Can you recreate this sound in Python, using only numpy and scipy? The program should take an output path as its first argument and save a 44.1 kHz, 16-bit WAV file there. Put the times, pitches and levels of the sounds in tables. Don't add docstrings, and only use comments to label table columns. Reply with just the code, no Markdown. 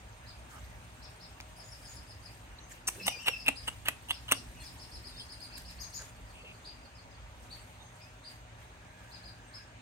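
import sys
import numpy as np
from scipy import signal
from scipy.fft import rfft, irfft, next_fast_len
from scipy.io import wavfile
from scipy.ndimage import uniform_filter1d

SR = 44100
rng = np.random.default_rng(int(sys.argv[2]) if len(sys.argv) > 2 else 0)


def attenuation_scalar(level_db):
    decades = np.asarray(level_db, float) / 20
    return 10 ** decades


def to_wav(sig):
    pcm = np.clip(np.atleast_2d(sig), -1, 1) * 32767
    pcm = np.round(pcm).astype(np.int16)
    wavfile.write(sys.argv[1], SR, pcm.T)


N = 432621

# time in seconds, level in dB.
TRAFFIC_LEVEL = [(0.0, -55), (1.04, -52.5), (2.05, -54.5), (3.3, -54), (4.12, -52), (4.8, -49.5),
                 (5.3, -52.5), (6.36, -53), (7.59, -54.5), (8.03, -57.5), (8.93, -55.5), (9.81, -54.5)]
# frequency in Hz, level in dB.
TRAFFIC_TONE = [(15, -43.5), (25, -6), (37, -11), (59, 9), (87, -9.5), (118, -2), (144, -15), (157, -18.5),
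                (171, -7), (186, -13), (205, -52), (226, -10.5), (268, -11.5), (385, -19), (450, -20.5),
                (580, -47), (990, -120)]
# frequency in Hz, level in dB.
AIR_TONE = [(210, -52), (350, -11), (482, -5.5), (613, -4), (664, -4.5), (928, -3), (1040, -4), (1680, -5),
            (2710, -7.5), (5660, -20), (6330, -13), (8710, -22), (10100, -32), (14500, -49), (16000, -27)]
AIR_DB = -56.5
# frequency in Hz, likeness from 0 to 1.
PORT_LIKENESS = [(30, 1), (80, 0.92), (300, 0.91), (450, 0.56), (800, 0.45), (1300, 0.068), (2500, 0.22),
                 (6000, 0.037), (15000, 0.06)]
# frequency in Hz, lag in radians.
FLOOR_LAG = [(60, 0.37), (170, 0.53), (400, 0.37), (650, 1.56), (1000, 2.5), (1300, -1.5), (2000, 4),
             (4000, 12)]
# frequency in Hz, width in Hz, level in dB.
MACHINE_HUM = [(104.2, 9, -59.5), (119, 6.7, -64.5), (247, 23, -72), (560, 48, -72), (823, 130, -66),
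               (950, 23, -68.5)]
# frequency in Hz, level in dB.
MOTOR_TONES = [(175, -70), (618.8, -71), (738, -73)]

# time in seconds, rustle level in dB.
HANDS = [(0, -76.5), (2.3, -74.5), (2.85, -84), (2.95, -63), (3.5, -73.5), (4.5, -71), (5.0, -72),
         (6.1, -78), (6.6, -77), (7.1, -84.5), (7.5, -77.5), (8.2, -82), (9.81, -101)]
# loudest moment in seconds, level in dB, swell and fade in seconds.
STROKES = [(.52, -67.5, 0.067, 0.35), (1.66, -72, .12, .05), (3.17, -79, .1, .2), (3.38, -72, .1, .1),
           (5.83, -72, .05, .12), (1.96, -67, 0.43, 0.029), (2.34, -73, 0.15, 0.2),
           (2.72, -62.5, 0.054, 0.11), (3.66, -67, 0.1148, 0.2), (4.62, -63.5, 0.031, 0.25),
           (5.14, -74, 0.0831, 0.386), (5.42, -69, .03, .15), (5.58, -61, 0.024, 0.1078),
           (5.71, -63.5, 0.016, 0.056), (6.06, -66.5, 0.54, 0.099), (6.31, -75.5, 0.042, 0.09),
           (7.44, -72, 0.08, 0.0949), (7.56, -70, 0.079, 0.31), (7.97, -75.5, .05, 0.353),
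           (8.31, -67, 0.0548, 0.1208), (8.61, -74.5, 0.074, 0.2), (9.1, -74.5, 0.44, 0.76),
           (9.56, -73.5, 0.0876, 0.17)]
# frequency in Hz, level in dB per Hz.
RUSTLE_TONE = [(880, -29), (1500, -10), (1710, 9.5), (1850, 2), (3450, 0), (4970, -2.5), (5600, -1),
               (8830, 2), (10000, -2.5), (13700, -5.5), (16000, -11)]

# top in seconds, level in dB, top pitch in Hz, overtone in dB, hold in seconds.
ARCHES = [(0.281, -57, 5120, -34, 0.012), (1.038, -56.5, 5590, -27.5, 0.0086),
          (1.221, -56.5, 5480, -27.5, 0.014), (3.04, -50, 5300, -31, 0.015),
          (4.139, -53.5, 5500, -15.5, 0.0047), (4.361, -52, 5820, -9.5, 0.0054),
          (4.652, -53, 5490, -18.5, 0.0088), (4.809, -53.5, 5500, -10, 0.011),
          (4.933, -52.5, 5460, -9.5, 0.014), (5.058, -51.5, 5140, -8.5, .012),
          (5.182, -51, 5190, -7, 0.013), (5.308, -52, 5170, -7, 0.011), (5.42, -51, 5020, -8.5, 0.014),
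          (5.541, -52, 5160, -11, 0.012), (5.667, -54, 5380, -14, 0.015), (5.804, -52, 5050, -11.5, 0.019),
          (5.948, -51, 5170, -10.5, 0.0105), (9.132, -55, 5080, -24, 0.017),
          (9.253, -54.5, 4980, -17.5, 0.02)]
# top in seconds, level in dB, top pitch in Hz, overtone in dB.
PIPS = [
    (3.381, -53.5, 5430, -16),
    (1.579, -59, 5430, -5),
    (1.705, -58, 5600, -6),
    (1.837, -59, 5300, -8),
    (1.948, -59.5, 5370, -3),
    (2.086, -60.5, 5260, -6),
    (2.241, -58.5, 5140, -7),
]
# top in seconds, level in dB, top pitch in Hz, overtone in dB.
SLURS = [
    (6.82, -62, 4880, -24),
    (6.952, -59.5, 5100, -19),
    (7.112, -65, 4980, -20),
    (6.125, -70, 4950, -20),
    (6.27, -65, 4950, -20),
    (6.39, -69, 4600, -18),
    (6.51, -66, 4900, -17),
]
# top in seconds, level in dB, top and overtone in Hz and dB, foot in Hz.
RISERS = [(3.572, -46.5, 5100, -14, 3300), (1.647, -56, 6880, -30, 6250), (1.89, -51.5, 6880, -30, 5960),
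          (2.62, -57.5, 6430, -30, 5430), (5.817, -44.5, 6600, -15, 4700), (5.955, -40.5, 6950, -18, 5070),
          (6.662, -46.5, 4916, -24, 3160), (7.518, -48.5, 4574, -21, 3270), (7.839, -60.5, 6440, -28, 5930),
          (8.02, -58.5, 5150, -30, 4200), (8.256, -49, 4860, -21, 3200), (9.55, -49, 5260, -25, 3600)]
ARCH_FOOT_HZ, PIP_FOOT_SHARE = 4220, .83
FOOT_HZ_PER_DB = 19.5
PIP_HOLD_S, RISER_HOLD_S = 0.017, 0.015
# time in seconds, left minus right in dB.
BIRD_PAN = [(0, .6), (1.5, 4), (3, 2.5), (4.6, 2.5), (5.7, 1), (5.9, 5.5), (6.2, 2.5), (9.8, 1.5)]
# frequency in Hz, 60 dB decay time in seconds.
ROOM_DECAY = [(300, 0.42), (1500, 0.2), (5000, 0.28), (9000, 0.28), (15000, 0.076)]

# start in seconds, level in dB, pitch and width in Hz,
# length in seconds.
SCUFFS = [(0.505, -56, 1290, 350, 0.1), (1.402, -49, 5870, 2500, 0.0026), (1.4085, -45, 5000, 3000, 0.0028),
          (2.583, -53, 4077, 400, 0.015), (2.874, -39.5, 8660, 600, 0.015), (2.877, -30, 9000, 500, 0.0046),
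          (2.87, -30.5, 6100, 1580, 0.022), (2.944, -53, 330, 299, 0.087), (2.96, -53, 183, 30, 0.15),
          (3.157, -55.5, 433, 200, 0.022), (3.481, -44.5, 246, 90, 0.028), (3.281, -45, 505, 121, .02),
          (3.45, -48, 2720, 300, .012), (5.193, -49, 3250, 250, 0.034), (5.499, -59, 2610, 200, .09),
          (5.108, -58, 3700, 200, .12), (5.695, -63, 2700, 200, .05), (7.79, -60, 3670, 200, .05),
          (5.988, -53.5, 1600, 500, 0.052), (5.998, -57.5, 494, 700, 0.0556),
          (6.341, -56, 2720, 500, 0.09556), (6.428, -56, 494, 200, 0.035), (4.321, -46, 516, 250, .016),
          (6.435, -52.5, 2640, 650, 0.1), (7.781, -61.5, 840, 200, 0.0892), (8.697, -63, 1650, 192, 1.16)]
# frequency in Hz, left minus right in dB.
NEAR_PAN = [(200, -1), (1300, -4.5), (2400, 2.5), (4400, -7.5), (9000, 9.5), (12500, -19.5), (15000, 12)]
NEAR_LAG_S = 0.0001277

# time in seconds, peak, brightness and bowl ring in dB, bowl ring in Hz.
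BLOWS = [(1.402, -30.5, -30, -7, 2400), (2.885, -20.5, -6, -19, 2650), (3.0662, -21, 6, -3, 2700),
         (3.0716, -32, 14, -3, 2750), (3.0797, -12.5, -6, -4.5, 2650), (3.0836, -21.5, -8, -6, 2700),
         (3.269, -27, 3.5, 3, 2730), (3.2732, -33, -8, 23, 2700), (3.279, -22.5, -10, 10, 2420),
         (3.282, -13, -8, 3, 2760), (3.287, -20, -8, -3, 2860), (3.462, -26.5, 3, 12, 2590),
         (3.4674, -24, -6, 21, 2700), (3.4728, -27, 1, 18, 2630), (3.481, -13.5, 0, 12.5, 2570),
         (3.4855, -14.5, -2, 8, 2610), (3.488, -21, -13.5, -15, 2670), (3.679, -22, -4, -6, 2810),
         (3.857, -31.5, 3, 11, 2890), (3.865, -34, -15, 10, 2070), (3.8745, -30, -8, 9, 2600),
         (3.884, -11.5, 0, -1.5, 2510), (3.8872, -19.5, -16, -9, 3000), (4.1069, -16, -3, 5.5, 2860),
         (4.112, -21.5, -10, 8, 3320), (4.2825, -39, -3, 3, 2960), (4.289, -31, -9, 11, 2870),
         (4.3107, -26, -4.5, 6.5, 2270), (4.314, -16, 6, 9, 2650), (4.3197, -8, 1, 1.5, 2840),
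         (4.3269, -20.5, -3, 2, 3420), (4.3341, -33, -6.5, 5.5, 3200)]
# loudest moment in seconds, level in dB, lead-in in seconds,
# brightness and bowl ring in dB.
CRACKLE = [
    (2.885, -40, 0.017, 7, 0),
    (3.08, -35.5, 0.023, 2, 2),
    (3.281, -33.5, .024, -7, 8.5),
    (3.486, -35, 0.023, -10, -9),
    (3.683, -38, 0.013, -4, 5),
    (3.886, -38.5, .035, -9, 2),
    (4.11, -44.5, 0.026, 0, 9.5),
    (4.315, -44, 0.037, -7, 4),
]
# time in seconds, peak in dB.
STRAW_SNAPS = [(2.697, -50.5), (3.4475, -48), (4.0905, -49), (4.099, -42), (4.1025, -38), (5.465, -50),
               (5.4051, -46), (5.572, -40), (5.58, -36), (5.6194, -42), (5.7118, -46), (6.0194, -43)]
# time in seconds, thud in dB, low and middle mode in Hz, middle mode in dB.
SPOTS = [
    (1.4, 0, 840, 1600, -7),
    (2.885, -16, 1090, 1350, -1),
    (3.08, -8, 820, 1690, -5),
    (3.28, -10, 1040, 1820, 2),
    (3.48, 5, 850, 1750, -4),
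    (3.68, 0, 1210, 1650, -1),
    (3.885, 8, 800, 1790, 13),
    (4.11, -4, 1010, 1700, -13),
    (4.32, 6, 990, 1440, 4),
]
# frequency in Hz, width in Hz, level in dB.
BOWL_LOW = [(274, 33, -5), (840, 470, -1.5), (1600, 640, 0.5), (2150, 480, 2.5), (3600, 59, 5)]
# frequency in Hz, width in Hz, level in dB.
TOOL_HIGH = [(6100, 1100, 5.5), (7950, 600, 15.5), (8910, 510, 12), (10820, 620, 21), (12700, 1760, 5),
             (15182, 1000, -9)]
RING_WIDTH_HZ = 340
LEAD_DB, HOLD_S, SETTLE_S, SETTLE_DB, TAIL_S, TAIL_DB = -10, 0.0038, 0.02, -27.5, 0.052, -31
EDGE_BRIGHT_DB = 11

# time in seconds, pitch in Hz, level in dB, overtone in dB.
SQUEAL_BREATHS = [
    [(2.996, 2680, -45, -56), (3.012, 2596, -45, -58), (3.03, 2600, -56, -59), (3.048, 2740, -44, -48),
     (3.064, 2977, -50, -45.5), (3.092, 2980, -47, -53), (3.103, 2800, -44, -45), (3.111, 2470, -48, -50)],
    [(3.111, 2484, -50, -53), (3.14, 2440, -48, -55), (3.16, 2374, -58, -55), (3.183, 2450, -68, -68)],
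    [(3.185, 2605, -54, -62), (3.2, 2740, -46, -51), (3.209, 3100, -51, -56), (3.23, 3020, -58, -70),
     (3.255, 2747, -47, -51), (3.3, 2770, -52, -56), (3.325, 2730, -49, -59), (3.342, 2587, -42, -59),
     (3.36, 2600, -59, -59)],
    [(3.36, 2620, -58, -62), (3.385, 2630, -58, -58), (3.41, 2660, -71, -60), (3.435, 2660, -66, -62),
     (3.455, 2600, -60, -63), (3.47, 2730, -53, -72), (3.51, 2660, -64, -83)],
]
# start and length in seconds, first and last pitch in Hz, level in dB.
SQUEAKS = [
    (4.56, 0.11, 2870, 2200, -64),
    (4.564, 0.089, 2580, 2150, -61),
    (4.6, 0.034, 4270, 4130, -56),
    (4.612, 0.045, 3450, 3370, -62),
    (8.002, 0.085, 2460, 2700, -63.5),
    (9.47, .04, 8400, 8460, -66),
]
# frequency in Hz, level in dB.
MIC_COLOUR = [(5000, -0.61), (7400, -2), (9200, 2.5), (9900, -6), (11000, -1.5), (14000, -1)]


def evened(x):
    return x / np.sqrt(np.mean(x ** 2) + 1e-20)


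def read(points, hz):
    f, value = np.transpose(points)
    return np.interp(np.log(hz + 1), np.log(f + 1), value)


def over_time(points):
    return np.interp(np.arange(N) / SR, *np.transpose(points))


def add(mix, s, sound):
    part = mix[round(s * SR):][:len(sound)]
    part += sound[:len(part)]


def resonate(x, hz, width):
    r = np.exp(-np.pi * width / SR)
    pole = r * np.exp(2j * np.pi * hz / SR)
    return 2 * signal.lfilter([1 - r], [1, -pole], x).real


def steep(x, hz, width):
    return resonate(resonate(x, hz, width), hz, width)


def body(x, modes, flip=-1):
    return sum(flip ** k * attenuation_scalar(db) * resonate(x, hz, width) for k, (hz, width, db) in enumerate(modes))


def hiss(tone, level, patchy_db, size):
    frames, hz = 4 * N // size + 5, np.fft.rfftfreq(size, 1 / SR)
    a, b, c, d, patches = rng.standard_normal((frames, len(hz), 5)).T
    patches = uniform_filter1d(patches, size=10, axis=0)
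    patches = evened(uniform_filter1d(patches, size=10, axis=1))
    same = np.clip(read(PORT_LIKENESS, hz), 0, 1)[:, None]
    left = a + 1j * b
    late = left * np.exp(-1j * read(FLOOR_LAG, hz))[:, None]
    right = same * late + np.sqrt(1 - same ** 2) * (c + 1j * d)
    spectra = np.array([left, right]) * attenuation_scalar(read(tone, hz)[:, None] + patchy_db * patches)
    noise = signal.istft(spectra, nperseg=size, noverlap=3 * size // 4)[1][:, :N]
    return evened(noise) * attenuation_scalar(over_time(level))


def hum():
    tones = np.zeros(N)
    for hz, width, db in MACHINE_HUM:
        tones += attenuation_scalar(db) * evened(resonate(rng.standard_normal(N), hz, width))
    for hz, db in MOTOR_TONES:
        drift = np.interp(np.arange(N), np.linspace(0, N, num=40), rng.standard_normal(40))
        turn = 2 * np.pi * np.cumsum(hz * (1 + 0.003007 * drift)) / SR
        tones += np.sqrt(2) * attenuation_scalar(db + 2.0 * drift) * np.sin(turn)
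    return np.array([tones, np.roll(tones, shift=13)])


def rustle():
    t = np.arange(0, N / SR, .005)
    power = attenuation_scalar(np.interp(t, *np.transpose(HANDS))) ** 2
    for s, db, swell, fade in STROKES:
        away = np.maximum((s - t) / swell, (t - s) / fade)
        power = power + attenuation_scalar(db - 18 * away) ** 2
    level = np.transpose([t, 10 * np.log10(power)])
    return hiss(RUSTLE_TONE, level, patchy_db=3.0, size=256)


def whistle(hz, db, overtone_db, wobble):
    shake = evened(uniform_filter1d(rng.standard_normal(len(hz)), size=60))
    turn = 2 * np.pi * np.cumsum(hz * (1 + wobble * shake)) / SR
    return np.sqrt(2) * (attenuation_scalar(db) * np.sin(turn) + attenuation_scalar(overtone_db) * np.sin(2 * turn))


def peep(row, hold, foot_hz, drop, fall, shape_db, growth_db, octave_shape_db=(0, 0, 0, 0)):
    s, db, top_hz, overtone_db = row
    rise = .022
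    t = np.arange(-rise, hold + fall, 1 / SR)
    corners = [-rise, 0, hold, hold + fall]
    sag = np.clip(-t / rise, 0, 1) ** 1.9 + drop * np.clip((t - hold) / fall, 0, 1) ** 1.31
    sag += 0.1415 * np.clip(t / hold, 0, 1) ** 2
    effort_db = db + np.interp(t, corners, shape_db)
    octave_db = effort_db + overtone_db + growth_db * np.minimum(t - hold, 0)
    octave_db = octave_db + np.interp(t, corners, octave_shape_db)
    voice = whistle(top_hz - (top_hz - foot_hz) * sag, effort_db, octave_db, wobble=0.0017)
    return s - rise, voice * signal.windows.tukey(len(t), .15)


def birds():
    out = np.zeros(N)
    for *row, hold in ARCHES:
        foot_hz = ARCH_FOOT_HZ + FOOT_HZ_PER_DB * row[3]
        add(out, *peep(row, hold, foot_hz, drop=1.19, fall=0.0155,
                       shape_db=[1.5, -3.5, 4.5, -1.5], growth_db=401.5))
    for row in PIPS:
        add(out, *peep(row, PIP_HOLD_S, PIP_FOOT_SHARE * row[2], drop=1.22, fall=0.0126,
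                       shape_db=[2.0, -11, 8, 4.0], growth_db=30, octave_shape_db=[-4, 12, -4, -15]))
    for row in SLURS:
        add(out, *peep(row, PIP_HOLD_S, ARCH_FOOT_HZ, drop=0.94, fall=0.0226,
                       shape_db=[-41, 0.5, -7.0, 6], growth_db=29))
    for *row, foot_hz in RISERS:
        add(out, *peep(row, RISER_HOLD_S, foot_hz, drop=0.85, fall=0.0174,
                       shape_db=[-9.0, 0.0, -2.0, -18], growth_db=-250))
    return out


def room(x):
    taps = np.zeros((2, SR // 2))
    at = np.arange(100, SR // 2 - 20, 20) + rng.integers(0, 20, (2, (SR // 2 - 101) // 20))
    np.put_along_axis(taps, at, rng.choice([-1., 1.], at.shape), 1)
    hz, t, z = signal.stft(taps, SR, nperseg=128)
    decay = attenuation_scalar(-60 * t / read(ROOM_DECAY, hz)[:, None])
    tail = signal.istft(z * decay, SR, nperseg=128)[1]
    return signal.fftconvolve(x[None], tail / np.linalg.norm(tail[0]), axes=1)[:, :N]


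def scuffs():
    out = np.zeros(N)
    for s, db, hz, width, length in SCUFFS:
        puff = steep(rng.standard_normal(round(length * SR)), hz, width)
        add(out, s, attenuation_scalar(db) * evened(puff) * signal.windows.tukey(len(puff), .4))
    return out


def ports(x):
    size = next_fast_len(N)
    hz = np.fft.rfftfreq(size, 1 / SR)
    half = attenuation_scalar(read(NEAR_PAN, hz) / 2)
    left = half * np.exp(-2j * np.pi * hz * NEAR_LAG_S)
    return irfft(rfft(x, size) * np.array([left, 1 / half]), size)[:, :N]


def tool(x):
    out = attenuation_scalar(-8.5) * body(x, TOOL_HIGH)
    for hz, width, db in TOOL_HIGH:
        shift, sway = rng.standard_normal(2)
        out = out + attenuation_scalar(db + 3 * sway) * steep(x, hz * (1 + .015 * shift), 1.32 * width)
    return out


def struck(x, s, bright_db, ring_db, ring_hz):
    _, thud_db, low_hz, middle_hz, middle_db = min(SPOTS, key=lambda spot: abs(spot[0] - s))
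    thud, low, middle, *rest = BOWL_LOW
    modes = [(*thud[:2], thud[2] + thud_db), (low_hz, *low[1:]),
             (middle_hz, middle[1], middle[2] + middle_db), *rest]
    bowl = evened(uniform_filter1d(body(x, modes, flip=1.0), size=6))
    ring = resonate(resonate(x, ring_hz, RING_WIDTH_HZ), ring_hz, 2 * RING_WIDTH_HZ)
    return bowl + attenuation_scalar(ring_db) * evened(ring) + attenuation_scalar(bright_db - 2.0) * evened(tool(x))


def raps():
    out, t = np.zeros(N), np.arange(1500) / SR
    for s, db, *colour in BLOWS:
        rebounds = rng.standard_normal(len(t)) * (rng.random(len(t)) < .1) * 0.63 * np.exp(-t / 0.0027)
        blow = struck(rebounds + (t == 0), s, *colour)
        add(out, s + .0006, -attenuation_scalar(db + 2.5) * blow / abs(blow).max())
    return out


def crackle():
    out = np.zeros(N)
    blow_s, *_, blow_hz = np.transpose(BLOWS)
    for s, db, lead, bright_db, ring_db in CRACKLE:
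        u = np.arange(-lead, TAIL_S, 1 / SR)
        under_db = np.interp(u, [-lead, -HOLD_S, HOLD_S, HOLD_S + SETTLE_S, TAIL_S],
                             [LEAD_DB, 0, 0, SETTLE_DB, TAIL_DB])
        snaps = rng.standard_normal(len(u)) * (0.1 + (rng.random(len(u)) < .04))
        edge_db = bright_db + EDGE_BRIGHT_DB * under_db / TAIL_DB
        sound = struck(snaps, s, edge_db, ring_db, np.interp(s - lead, blow_s, blow_hz))
        add(out, s - lead, sound * attenuation_scalar(db + under_db - 1.0) * signal.windows.tukey(len(u), .1))
    return out


def straw_snaps():
    out, t = np.zeros(N), np.arange(1500) / SR
    for s, db in STRAW_SNAPS:
        snap = body(rng.standard_normal(len(t)) * np.exp(-t / 0.0015), TOOL_HIGH)
        add(out, s, attenuation_scalar(db) * snap / abs(snap).max())
    return out


def squeal():
    out = np.zeros(N)
    for rows in SQUEAL_BREATHS:
        s, *columns = np.transpose(rows)
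        t = np.arange(s[0], s[-1], 1 / SR)
        flutter = attenuation_scalar(4.0 * evened(uniform_filter1d(rng.standard_normal(len(t)), size=250)))
        voice = whistle(*(np.interp(t, s, c) for c in columns), wobble=.011)
        add(out, s[0], voice * flutter * signal.windows.tukey(len(t), .03))
    return out


def squeaks():
    out = np.zeros(N)
    for s, length, first_hz, last_hz, db in SQUEAKS:
        u = np.arange(0, 1, 1 / (length * SR))
        hz = first_hz + (last_hz - first_hz) * u ** 3.5
        octave_db = db - 5 * (4300 / hz) ** 3
        add(out, s, whistle(hz, db, octave_db, wobble=0.0039) * signal.windows.tukey(len(u), .2))
    return out


def scene():
    traffic = hiss(TRAFFIC_TONE, TRAFFIC_LEVEL, patchy_db=2.0, size=4096)
    air = hiss(AIR_TONE, [(0, AIR_DB), (10, AIR_DB)], patchy_db=1.6, size=1024)
    floor = traffic + air + hum() + attenuation_scalar(12.0) * rustle()
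    far, cry = birds(), squeal()
    near = scuffs() + raps() + crackle() + straw_snaps()
    voices = attenuation_scalar(-5.5) * far + attenuation_scalar(-3) * cry + squeaks()
    voices = voices + attenuation_scalar(1.0) * room(far + attenuation_scalar(-1) * cry)
    side = attenuation_scalar(over_time(BIRD_PAN) * [[.5], [-.5]])
    return voices * side + ports(near) + attenuation_scalar(-15) * room(near) + floor


def low_pass(x):
    return signal.sosfilt(signal.butter(12, 16510, fs=SR, output="sos"), x)


def record(dry):
    low_cut = signal.sosfilt(signal.butter(4, 36, "high", fs=SR, output="sos"), dry)
    hz = np.linspace(0, SR / 2, num=257)
    port = signal.firwin2(255, hz, attenuation_scalar(read(MIC_COLOUR, hz)) * (hz < 15900), fs=SR)
    return low_pass(signal.oaconvolve(low_cut, port[None], "same"))


dry = scene()
out = record(dry)
to_wav(out)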